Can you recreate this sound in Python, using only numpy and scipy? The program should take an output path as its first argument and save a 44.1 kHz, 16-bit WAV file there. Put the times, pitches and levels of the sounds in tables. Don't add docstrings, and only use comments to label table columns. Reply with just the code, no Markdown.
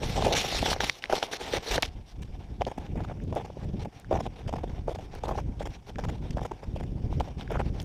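import sys
import numpy as np
from scipy import signal
from scipy.fft import rfft, irfft, next_fast_len
from scipy.io import wavfile
from scipy.ndimage import uniform_filter1d

SR = 44100
rng = np.random.default_rng(int(sys.argv[2]) if len(sys.argv) > 2 else 0)


def put_to_file(sound):
    columns = np.atleast_2d(sound).T
    safe = np.clip(columns, -1, 1)
    whole_steps = np.round(safe * 32767)
    wavfile.write(sys.argv[1], SR, whole_steps.astype(np.int16))


def field_ratio(decibels):
    return 10 ** (np.asarray(decibels, dtype=float) / 20)


N = 345744


def evened(x):
    return x / np.sqrt(np.mean(x ** 2) + 1e-20)


def coloured(x, points):
    hz, db = np.transpose(points)
    size = next_fast_len(len(x))
    bins_hz = np.fft.rfftfreq(size, 1 / SR)
    gain = field_ratio(np.interp(np.log(bins_hz + 1), np.log(hz + 1), db))
    return evened(irfft(rfft(x, size) * gain, size)[:len(x)])


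def curve_db(rows, column=1):
    columns = np.transpose(rows)
    return np.interp(np.arange(N) / SR, columns[0], columns[column])


def lumps(hz, db):
    lowpass = signal.butter(2, hz, fs=SR, output="sos")
    slow = signal.sosfilt(lowpass, rng.standard_normal(N))
    return evened(field_ratio(db * evened(slow)))


def patchy(x, db):
    spectrum = signal.stft(x, nperseg=256, noverlap=192)[2]
    field = rng.standard_normal(spectrum.shape)
    for bins, frames in [(5, 24), (3, 12)]:
        field = uniform_filter1d(uniform_filter1d(field, size=bins, axis=0), size=frames, axis=1)
    shaded = spectrum * field_ratio(db * evened(field))
    return evened(signal.istft(shaded, nperseg=256, noverlap=192)[1][:N])


def grains(per_s, spread_db):
    size = field_ratio(spread_db * np.minimum(rng.exponential(1, N), 4))
    return size * rng.standard_normal(N) * (rng.random(N) < per_s / SR)


def add(mix, s, sound, early=0):
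    part = mix[max(round((s - early) * SR), 0):][:len(sound)]
    part += sound[:len(part)]


def wavelet(hz, cycles, phase):
    u = np.arange(1500) / SR * hz / cycles
    return (u * np.exp(1 - u)) ** 2 * np.sin(2 * np.pi * (u * cycles + phase))


# time in seconds, level in dB, deep share in dB.
WIND = [(0.0, -36.5, -7), (0.05, -30, -2), (0.3, -25.5, -3), (0.62, -34, 0), (0.84, -36, -0.5),
        (1.14, -45, -3), (1.58, -38, 1), (1.74, -36.5, 9.5), (1.88, -44, 5.5), (2.6, -37.5, 1),
        (2.98, -28, -6.5), (3.84, -29, -7.5), (4.54, -33, 0), (5.2, -39, 4), (5.5, -31, 1),
        (6.06, -28.5, -2.5), (6.64, -33.5, -1), (7.64, -24.5, -2)]
# middle in seconds, depth in dB, half length in seconds.
LULLS = [(0.176, 4.5, .1), (0.433, 11.5, 0.18), (0.986, 23, 0.12), (1.23, 20, 0.044), (1.357, 15, 0.24),
         (1.649, 30, 0.066), (1.802, 6, 0.061), (2.077, 11, 0.087), (2.476, 5.5, 0.089), (2.735, 16, 0.057),
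         (2.836, 7, 0.12), (3.148, 7.5, 0.14), (3.512, 13.5, 0.23), (3.916, 29, 0.051), (4.01, 24.5, 0.096),
         (4.356, 13.5, 0.11), (5.074, 8, 0.13), (5.718, 8.5, 0.27), (5.816, 12, 0.12), (5.922, 8.5, 0.15),
         (6.23, 5.5, 0.15), (6.554, 14, 0.18), (7.333, 14, 0.14), (7.472, 9.5, 0.086), (7.788, 9.5, 0.23)]


def gusts():
    t = np.arange(N) / SR
    notches = sum(db * np.interp(t, [s - half, s, s + half], [0, 1, 0]) for s, db, half in LULLS)
    return curve_db(WIND) - notches


# frequency in Hz, density in dB per Hz.
WIND_COLOUR = [(12, -41), (20, -4), (48, 1.5), (83, -2), (155, -7), (414, -22), (513, -26.5), (600, -27),
               (780, -68), (1320, -120)]
# frequency in Hz, density in dB per Hz.
ROAR = [(180, -13), (300, -4.5), (614, -9.5), (725, -0.5), (1250, -16.5), (2070, -15.5), (2360, -11.5),
        (3640, -20), (4020, -25.5), (5610, -21.5), (7080, -36.5), (13500, -46), (16000, -51)]
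# frequency in Hz, density in dB per Hz.
AIR = [(4120, -16.5), (7000, -12), (8070, -11.5), (11900, -18.5), (14700, -21.5), (15300, -28),
       (15600, -40)]


def wind():
    z = signal.stft(rng.standard_normal(N), nperseg=2048, noverlap=1536)[2]
    z = z / uniform_filter1d(abs(z) ** 2, size=14, axis=1) ** 0.4
    eddies = coloured(signal.istft(z, nperseg=2048, noverlap=1536)[1][:N], WIND_COLOUR)
    deep = signal.sosfiltfilt(signal.butter(2, 76.4, fs=SR, output="sos"), eddies)
    eddies = eddies + (field_ratio(curve_db(WIND, column=2)) - 1) * deep
    gust_db = gusts()
    rumble = field_ratio(gust_db) * eddies * lumps(hz=25.5, db=3.0)
    swish = patchy(coloured(grains(per_s=8700, spread_db=0.0), ROAR), db=2.0) * lumps(hz=27.3, db=2.0)
    swish_db = -55 + 0.15 * (gust_db + 24.5)
    hiss = field_ratio(-78.5) * coloured(rng.standard_normal(N), AIR)
    return rumble + field_ratio(swish_db) * swish + hiss


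def layered(rows, heavy_share, coarse_db, fizz_db, fizz_slope):
    s, length, heavy, fine = np.transpose(rows)
    muffled = heavy - 1.6 * np.maximum(heavy + 32.5, 0)
    coarse = heavy_share * muffled + (1 - heavy_share) * fine + coarse_db
    fizz = fizz_db - fizz_slope * (fine + 50)
    return np.transpose([s, length, heavy, coarse, fine, fizz])


# frequency in Hz, density in dB per Hz.
HOLLOW = [(160, -11.5), (280, -5), (440, 0), (473, 1), (576, -5.5), (806, 0.5), (904, -5), (1400, -33.5),
          (1820, -28.5), (3080, -120)]
# frequency in Hz, density in dB per Hz.
GRIT = [(680, -10), (1150, -5), (1990, -4), (2500, -2.5), (3400, -22.5), (5500, -69)]


def friction(spells, fine_colour, breaks_per_s, spread_db, patchy_db, sag_db, body_db, soft):
    body, coarse, fine, top = np.zeros((4, N))
    for s, length, heavy_level, coarse_level, fine_level, fizz_level in spells:
        length = max(length, 0.002)
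        edge = 0.003 + soft * length
        t = np.arange(0, length + edge, 1 / SR)
        fade = np.sin(np.pi / 2 * np.clip(np.minimum(t, t[-1] - t) / edge, 0, 1))
        spell = fade * field_ratio(sag_db * (t / t[-1] - 0.5))
        start = s - edge / 2
        add(body, start, field_ratio(heavy_level + body_db) * spell)
        add(coarse, start, field_ratio(coarse_level - 6.0) * spell)
        add(fine, start, field_ratio(fine_level - 3.0) * spell)
        add(top, start, field_ratio(fine_level + fizz_level) * spell)
    breaks = evened(grains(breaks_per_s, spread_db))
    small = evened(grains(per_s=13000, spread_db=-1.5)) + 0.067 * spread_db * breaks
    low = body * coloured(breaks, HOLLOW) + coarse * coloured(breaks + 1.7 * small, GRIT)
    high = fine * patchy(coloured(small, fine_colour), patchy_db)
    fizz = top * patchy(coloured(small, AIR), db=3.0)
    return low + high + fizz


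# frequency in Hz, density in dB per Hz.
WEAVE = [(1470, -12.5), (2600, -3), (3680, -3), (4240, -3.5), (4800, -9.5), (5760, -5), (7300, -33.5),
         (9490, -87), (16100, -120)]
# start in seconds, pressure
# in dB, slip in dB.
RUBS = [(0.0, -44, -50), (0.03, -39.5, -41), (0.162, -28.5, -37), (0.267, -26, -37.5), (0.326, -34, -26),
        (0.34, -27, -41), (0.351, -31, -31), (0.365, -38, -26), (0.418, -37, -34), (0.547, -37.5, -29),
        (0.592, -37, -33), (0.659, -31.5, -32), (0.704, -44, -28), (0.738, -37, -46.5),
        (0.771, -43.5, -51), (0.805, -33.5, -32), (0.844, -40, -34), (0.901, -53.5, -49),
        (0.995, -64, -61),
        (1.024, -43, -48.5), (1.06, -49, -57), (1.098, -33.5, -44), (1.125, -26.5, -35.5),
          (1.146, -36, -36), (1.187, -43.5, -45.5), (1.228, -40, -41), (1.239, -42.5, -42),
          (1.268, -43.5, -54), (1.315, -36, -34.5), (1.348, -43, -40.5), (1.371, -48, -53.5),
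          (1.401, -37, -44), (1.479, -36, -40), (1.537, -32.5, -34), (1.571, -30.5, -44), (1.585, -45, -53),
          (1.626, -40, -42.5), (1.685, -39.5, -34), (1.712, -29.5, -26.5), (1.761, -30.5, -38.5),
          (1.789, -49, -54), (1.825, -27, -35), (1.835, -39.5, -37.5), (1.861, -53, -52.5),
          (1.89, -82, -82)]
# start in seconds, length in seconds, pressure in dB, slip in dB.
SWISHES = [(2.063, 0.062, -84, -57.5), (2.325, 0.024, -65, -67), (2.8, 0.077, -46.5, -59.5),
           (3.57, 0.087, -45.5, -60.5), (3.795, 0.041, -42, -53), (3.925, 0.099, -56, -61),
           (4.225, 0.031, -68, -54.5), (4.36, 0.06, -43.5, -56), (4.72, 0.077, -46, -62),
           (5.005, 0.056, -48.5, -59.5), (5.116, 0.076, -44, -56.5), (5.345, 0.047, -61, -55.5),
           (5.705, 0.062, -50, -57), (5.866, 0.038, -45.5, -53.5), (6.11, 0.056, -45, -60.5),
           (6.22, 0.074, -45.5, -61), (7.116, 0.053, -60, -57), (7.242, 0.047, -43.5, -55.5),
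           (7.384, 0.048, -45.5, -50.5), (7.647, 0.047, -44.5, -55), (7.74, 0.081, -46, -59)]


def rubbing():
    strokes = np.array(RUBS, float)
    starts = strokes[:, 0]
    lengths = np.diff(starts, append=starts[-1] + 0.06)
    strokes = np.insert(strokes, 1, lengths, axis=1)
    strokes = layered(strokes, heavy_share=1.0, coarse_db=-5.5, fizz_db=-13.5, fizz_slope=0.012)
    swishes = layered(SWISHES, heavy_share=0.41, coarse_db=-1.0, fizz_db=-15.0, fizz_slope=0.07)
    cloth = friction(np.vstack([strokes, swishes]), WEAVE, breaks_per_s=2000, spread_db=-2.0,
                     patchy_db=2.7, sag_db=-0.1, body_db=-4.0, soft=0.12)
    return cloth * lumps(hz=29.3, db=1.94)


def hollow_rings(rows):
    ring, rattle, t = np.zeros(N), np.zeros(N), np.arange(1500) / SR
    for (s, db, hz), phase in zip(rows, rng.random((len(rows), 1))):
        add(ring, s, field_ratio(db - 1.5) * wavelet(hz, cycles=0.83, phase=phase), early=1.189 / hz)
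        add(rattle, s + 0.00097, field_ratio(db - 11.5 - 60 * t / 0.025) * np.minimum(t / 0.00077, 1))
    return ring + rattle * coloured(grains(per_s=2600, spread_db=0.2), HOLLOW)


# time in seconds, peak in dB, ring in Hz.
KNOCKS = [(0.0185, -25.5, 507), (0.0315, -23.5, 705), (0.0355, -22, 700), (0.1601, -25, 735),
          (0.1686, -24, 580), (0.1792, -16, 690), (0.184, -22, 770), (0.1922, -22.5, 664),
          (0.1958, -26, 565), (0.2209, -25, 645), (0.2251, -15, 790), (0.2295, -35, 570),
          (0.2657, -12.5, 507), (0.2701, -11.5, 616), (0.2782, -26, 685), (0.2851, -24, 553),
          (0.2889, -21, 617), (0.2968, -30, 720), (0.3037, -25, 630), (0.3095, -26, 600),
          (0.3201, -17, 550), (0.3267, -34, 706), (0.3346, -22, 660), (0.3392, -18.5, 565),
          (0.3787, -21, 600), (0.388, -24, 840), (0.4436, -23, 730), (0.4478, -22.5, 640),
          (0.5262, -21.5, 736), (0.5496, -22.5, 643), (0.6294, -14, 670), (0.6629, -22, 696),
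          (0.6678, -28, 670), (0.6724, -32, 714), (0.6793, -23, 780), (0.6836, -25.5, 720),
          (0.7174, -15.5, 710), (0.7308, -18.5, 970), (0.7642, -21.5, 640), (0.8061, -18.5, 794),
          (0.8279, -34, 640), (0.8366, -17.5, 766), (0.8971, -30, 980), (1.0995, -16, 633),
          (1.1276, -12, 710), (1.1345, -7, 620), (1.1425, -30, 660), (1.1801, -25, 690),
          (1.2285, -14.5, 740), (1.2364, -20, 780), (1.5392, -16.5, 470), (1.712, -35, 604),
          (1.721, -28.5, 485), (1.7318, -31, 645), (1.7567, -24, 634), (1.7814, -15.5, 594),
          (1.7855, -18, 540), (1.8302, -18.5, 860)]


def knocks():
    return hollow_rings(KNOCKS)


# time in seconds, peak in dB, ring in Hz.
TICKS = [(0.033, -24.5, 2430), (0.224, -25, 3630), (0.6625, -24, 1600), (0.7635, -34, 1610),
         (0.868, -26, 3160), (0.7313, -20, 1600), (0.806, -15.5, 1690), (0.897, -7, 2200),
         (0.8979, -23, 2100), (1.024, -28, 2740), (1.04, -17.5, 2020), (1.057, -28, 2390),
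         (1.1002, -29, 1950), (1.1263, -19.5, 1400), (1.2268, -20.5, 1400), (1.2295, -16, 3000),
         (1.335, -22.5, 1750), (1.5344, -23.5, 1820), (1.78, -18.5, 1680), (1.8247, -15.5, 4560),
         (1.829, -14, 2760), (1.8314, -12.5, 2320), (1.8345, -21, 2600), (1.8795, -41, 3300),
         (1.853, -24.5, 2860), (2.619, -23.5, 2290), (2.6513, -32, 3130), (2.8658, -40, 2600),
         (3.202, -43.5, 1830), (4.046, -39.5, 1600), (4.464, -47, 1500), (5.1515, -40.5, 1690),
         (5.896, -37.5, 3220), (5.958, -35.5, 2150), (7.397, -41, 3000), (7.411, -31, 3220),
         (7.477, -36.5, 1960), (7.801, -26.5, 3300)]


def ticks():
    ring, snap, t = np.zeros(N), np.zeros(N), np.arange(1500) / SR
    for (s, db, hz), phase in zip(TICKS, rng.random((len(TICKS), 1))):
        add(ring, s - 0.0004, field_ratio(db + 1.05) * wavelet(hz, cycles=1.24, phase=phase))
        snap_db = 1.15 * db - 0.6 - 60 * t / 0.0045
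        add(snap, s - 0.0002, field_ratio(snap_db) * np.minimum(t / 0.00025, 1) ** 2)
    return ring + snap * coloured(rng.standard_normal(N), WEAVE)


# time in seconds, peak in dB.
THUDS = [
    (0.624, -21),
    (2.778, -27),
    (4.534, -24.5),
    (5.489, -36),
]


def thuds():
    out = np.zeros(N)
    for (s, db), phase in zip(THUDS, rng.random((len(THUDS), 1))):
        add(out, s, field_ratio(db) * wavelet(hz=237, cycles=0.86, phase=phase))
    return out


# time in seconds, peak in dB.
PINGS = [(1.824, -24), (2.221, -48), (3.238, -50), (3.352, -40.5), (3.646, -51), (3.999, -46),
         (5.151, -42.5), (7.517, -42.5), (7.805, -47), (7.818, -40), (7.828, -41)]


def pings():
    ping, t = np.zeros(N), np.arange(1500) / SR
    for s, db in PINGS:
        add(ping, s, field_ratio(db - 60 * t / 0.0057))
    return ping * coloured(rng.standard_normal(N), AIR)


# frequency in Hz, density in dB per Hz.
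FINE = [(1470, -22), (2500, 5.5), (3400, 9), (4000, -1.5), (4600, -0.5), (5550, 2.5), (7300, -10),
        (9490, -55), (16100, -120)]
# start in seconds, length in seconds, weight in dB, spray in dB.
SNAPS = [(2.223, 0.012, -51, -48.5), (2.609, 0.02, -33, -55), (2.666, 0.022, -36, -50),
         (2.777, 0.011, -44, -51.5), (3.037, 0.015, -33.5, -57), (3.326, 0.002, -20, -47),
         (6.828, 0.013, -41.5, -56.5), (3.447, 0.015, -33.5, -55.5), (4.196, 0.018, -33, -52),
         (4.476, 0.02, -44, -50), (4.527, 0.021, -39.5, -54.5), (4.634, 0.013, -30, -57.5),
         (4.676, 0.011, -40.5, -63), (4.947, 0.016, -33.5, -52.5), (4.986, 0.014, -44, -55),
         (5.377, 0.029, -34, -52), (5.595, 0.039, -41, -52.5), (5.655, 0.021, -34.5, -50.5),
         (5.985, 0.015, -35, -48.5), (6.038, 0.016, -31.5, -48.5), (6.086, 0.016, -35, -49),
         (6.307, 0.0045, -59, -46.5), (6.449, 0.016, -31.5, -50), (6.512, 0.0085, -24, -55),
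         (6.624, 0.023, -39, -58), (6.758, 0.017, -46, -53), (6.8, 0.011, -35, -52.5),
         (7.2, 0.013, -39, -41.5), (7.801, 0.0016, -32, -40.5)]
# start in seconds, length in seconds, weight in dB, spray in dB.
CRUSHES = [(2.686, 0.021, -47, -62), (2.714, 0.011, -31, -55), (3.359, 0.031, -33, -52),
           (3.392, 0.036, -37, -61), (3.848, 0.012, -39, -55), (4.111, 0.07, -32, -51.5),
           (4.255, 0.019, -31, -54), (4.556, 0.013, -41, -54.5), (4.583, 0.015, -38, -57),
           (4.694, .008, -38, -57), (4.877, 0.055, -39.5, -53.5), (5.235, 0.025, -38, -48),
           (5.255, 0.024, -36, -62), (5.281, 0.022, -25, -45.5), (5.308, 0.017, -24, -47),
           (5.329, 0.031, -34.5, -61), (6.367, 0.027, -41, -55), (6.41, 0.032, -39, -50.5)]
# start in seconds, length in seconds, weight in dB, spray in dB.
GRINDS = [
    (2.958, 0.064, -38, -64),
    (3.08, 0.048, -40, -63),
    (6.003, 0.029, -49, -67),
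    (7.501, 0.071, -33.5, -54),
    (7.592, 0.026, -30.5, -54),
]


def running():
    settle_s, settle_weight_db, settle_spray_db = 0.033, -25, -19
    settles = [(s + length, settle_s, weight + settle_weight_db, spray + settle_spray_db)
               for s, length, weight, spray in SNAPS]
    snaps = layered(SNAPS + settles, heavy_share=0.22, coarse_db=3.0, fizz_db=-12.0, fizz_slope=0.1)
    crushes = layered(CRUSHES, heavy_share=0.57, coarse_db=-2.5, fizz_db=-12.0, fizz_slope=0.075)
    grinds = layered(GRINDS, heavy_share=0.56, coarse_db=3.5, fizz_db=-11.5, fizz_slope=0.1)
    snow = friction(np.vstack([snaps, crushes, grinds]), FINE, breaks_per_s=900, spread_db=2.0,
                    patchy_db=5.5, sag_db=-1.0, body_db=-5.5, soft=0.039)
    return snow * lumps(hz=56.5, db=2.5)


# time in seconds, peak in dB, ring in Hz.
CRACKS = [(2.6136, -17, 636), (2.62, -12, 715), (2.6687, -19, 615), (2.6721, -26, 590), (2.6787, -23, 544),
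          (2.7818, -24, 724), (2.9578, -29, 624), (3.006, -25.5, 634), (3.0484, -30, 666),
          (3.0989, -28, 650), (3.112, -29, 664), (3.1177, -27.5, 580), (3.3281, -25, 590),
          (3.3335, -28, 566), (3.3457, -31.0, 750), (3.3616, -23, 590), (3.3656, -18, 600),
          (3.3692, -16.5, 706), (3.3779, -22, 620), (3.386, -29, 694), (3.502, -29, 560),
          (3.5721, -29.5, 494), (3.8574, -23.5, 646), (4.1136, -12, 540), (4.12, -22, 660),
          (4.1277, -10.5, 604), (4.1347, -36, 666), (4.1416, -19, 630), (4.154, -19, 740),
          (4.1616, -18, 716), (4.1667, -26.0, 715), (4.191, -23, 676), (4.2074, -19, 720),
          (4.2634, -29, 740), (4.271, -36, 730), (4.4937, -23, 603), (4.5284, -23.5, 740),
          (4.5392, -18.5, 785), (4.5612, -25, 680), (4.5655, -29, 660), (4.5865, -29, 840),
          (4.637, -26, 690), (4.8826, -15.5, 580), (4.8944, -22, 530), (4.9105, -28, 560),
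          (4.917, -25, 527), (4.9216, -30, 620), (4.9596, -32, 710), (4.9903, -29, 646), (4.9969, -32, 690)]
# time in seconds, peak in dB, ring in Hz.
LATE_CRACKS = [(5.14, -30, 550), (5.2388, -17, 710), (5.2545, -28, 875), (5.2725, -28, 866),
               (5.2849, -21.5, 625), (5.2924, -17, 850), (5.3127, -18.5, 714), (5.3196, -23, 860),
               (5.3235, -27, 900), (5.3536, -30.0, 750), (5.3845, -22.5, 830), (5.388, -20, 864),
               (5.6091, -20, 580), (5.6177, -25, 650), (5.9917, -23.5, 544), (6.0392, -27, 856),
               (6.0517, -29, 890), (6.0922, -31, 610), (6.3723, -19, 630), (6.3837, -28, 860),
               (6.3938, -28, 810), (6.417, -23.5, 740), (6.4534, -32, 680), (6.46, -27, 815),
               (6.5151, -36, 590), (6.5187, -32.0, 720), (6.6337, -31, 500), (6.7635, -25, 630),
               (7.1283, -25.5, 790), (7.2016, -24, 620), (7.2074, -15, 805), (7.2774, -30, 670),
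               (7.2873, -33.5, 610), (7.3976, -32, 740), (7.507, -21.5, 700), (7.5118, -32, 560),
               (7.5165, -26, 454), (7.5215, -26, 520), (7.5573, -19.5, 745), (7.5932, -31, 690),
               (7.5982, -26, 785), (7.6033, -25, 726), (7.6143, -26, 780)]


def cracks():
    spray, t = np.zeros(N), np.arange(1500) / SR
    for s, db, hz in CRACKS + LATE_CRACKS:
        add(spray, s, field_ratio(0.73 * db - 35.5 - 60 * t / 0.011))
    crystals = coloured(grains(per_s=5000, spread_db=-0.5), FINE)
    return hollow_rings(CRACKS + LATE_CRACKS) + spray * crystals


# time in seconds, peak in dB.
SPLINTERS = [(3.004, -35), (3.0488, -28.5), (3.099, -39.5), (3.114, -33), (3.365, -44), (3.37, -36.5),
             (4.208, -40), (4.5356, -37), (5.24, -40), (5.2856, -43), (5.2954, -34), (5.2976, -37),
             (5.31, -36), (5.319, -37), (5.3904, -32), (5.6183, -34), (5.6652, -32), (5.9596, -34),
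             (5.9917, -29), (6.0394, -35), (6.0517, -32), (6.0929, -28), (6.383, -30), (6.3941, -36),
             (6.452, -32), (6.4592, -37), (7.211, -36), (7.4105, -37), (7.4785, -34), (7.508, -34),
             (7.5206, -44), (7.5415, -30), (7.551, -31), (7.5582, -25), (7.5657, -42), (7.571, -26),
             (7.5925, -31), (7.601, -26), (7.614, -28)]


def splinters():
    out = np.zeros(N)
    for (s, db), (phase, size) in zip(SPLINTERS, rng.random((len(SPLINTERS), 2))):
        hz = 1550 * (0.79 + 0.27 * size)
        add(out, s - 0.0008, field_ratio(db - 4.0) * wavelet(hz, cycles=1.3, phase=phase))
    return out


# centre in Hz, width in Hz, gain in dB.
SHELL = [
    (1900, 67, -3),
    (2520, 570, -4),
    (3620, 104, 3),
    (5670, 144, 1.5),
    (6640, 110, 4.5),
]


def shell(x):
    hz = np.fft.rfftfreq(N, 1 / SR)
    gain_db = sum(db / (1 + (2 * (hz - centre) / width) ** 2) for centre, width, db in SHELL)
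    return irfft(rfft(x) * field_ratio(gain_db), N)


def scene():
    handling = rubbing() + knocks() + ticks() + thuds()
    snow = pings() + running() + cracks() + splinters()
    return (wind() + handling + snow)[None]


def roll_off(x):
    return signal.sosfilt(signal.butter(12, 16440, fs=SR, output="sos"), x)


def record(dry):
    band_limit = signal.firwin(511, 15900, window=("kaiser", 9), fs=SR)
    limited = signal.oaconvolve(shell(dry[0])[None], band_limit[None], "same")
    return roll_off(limited)


dry = scene()
out = record(dry)
put_to_file(out)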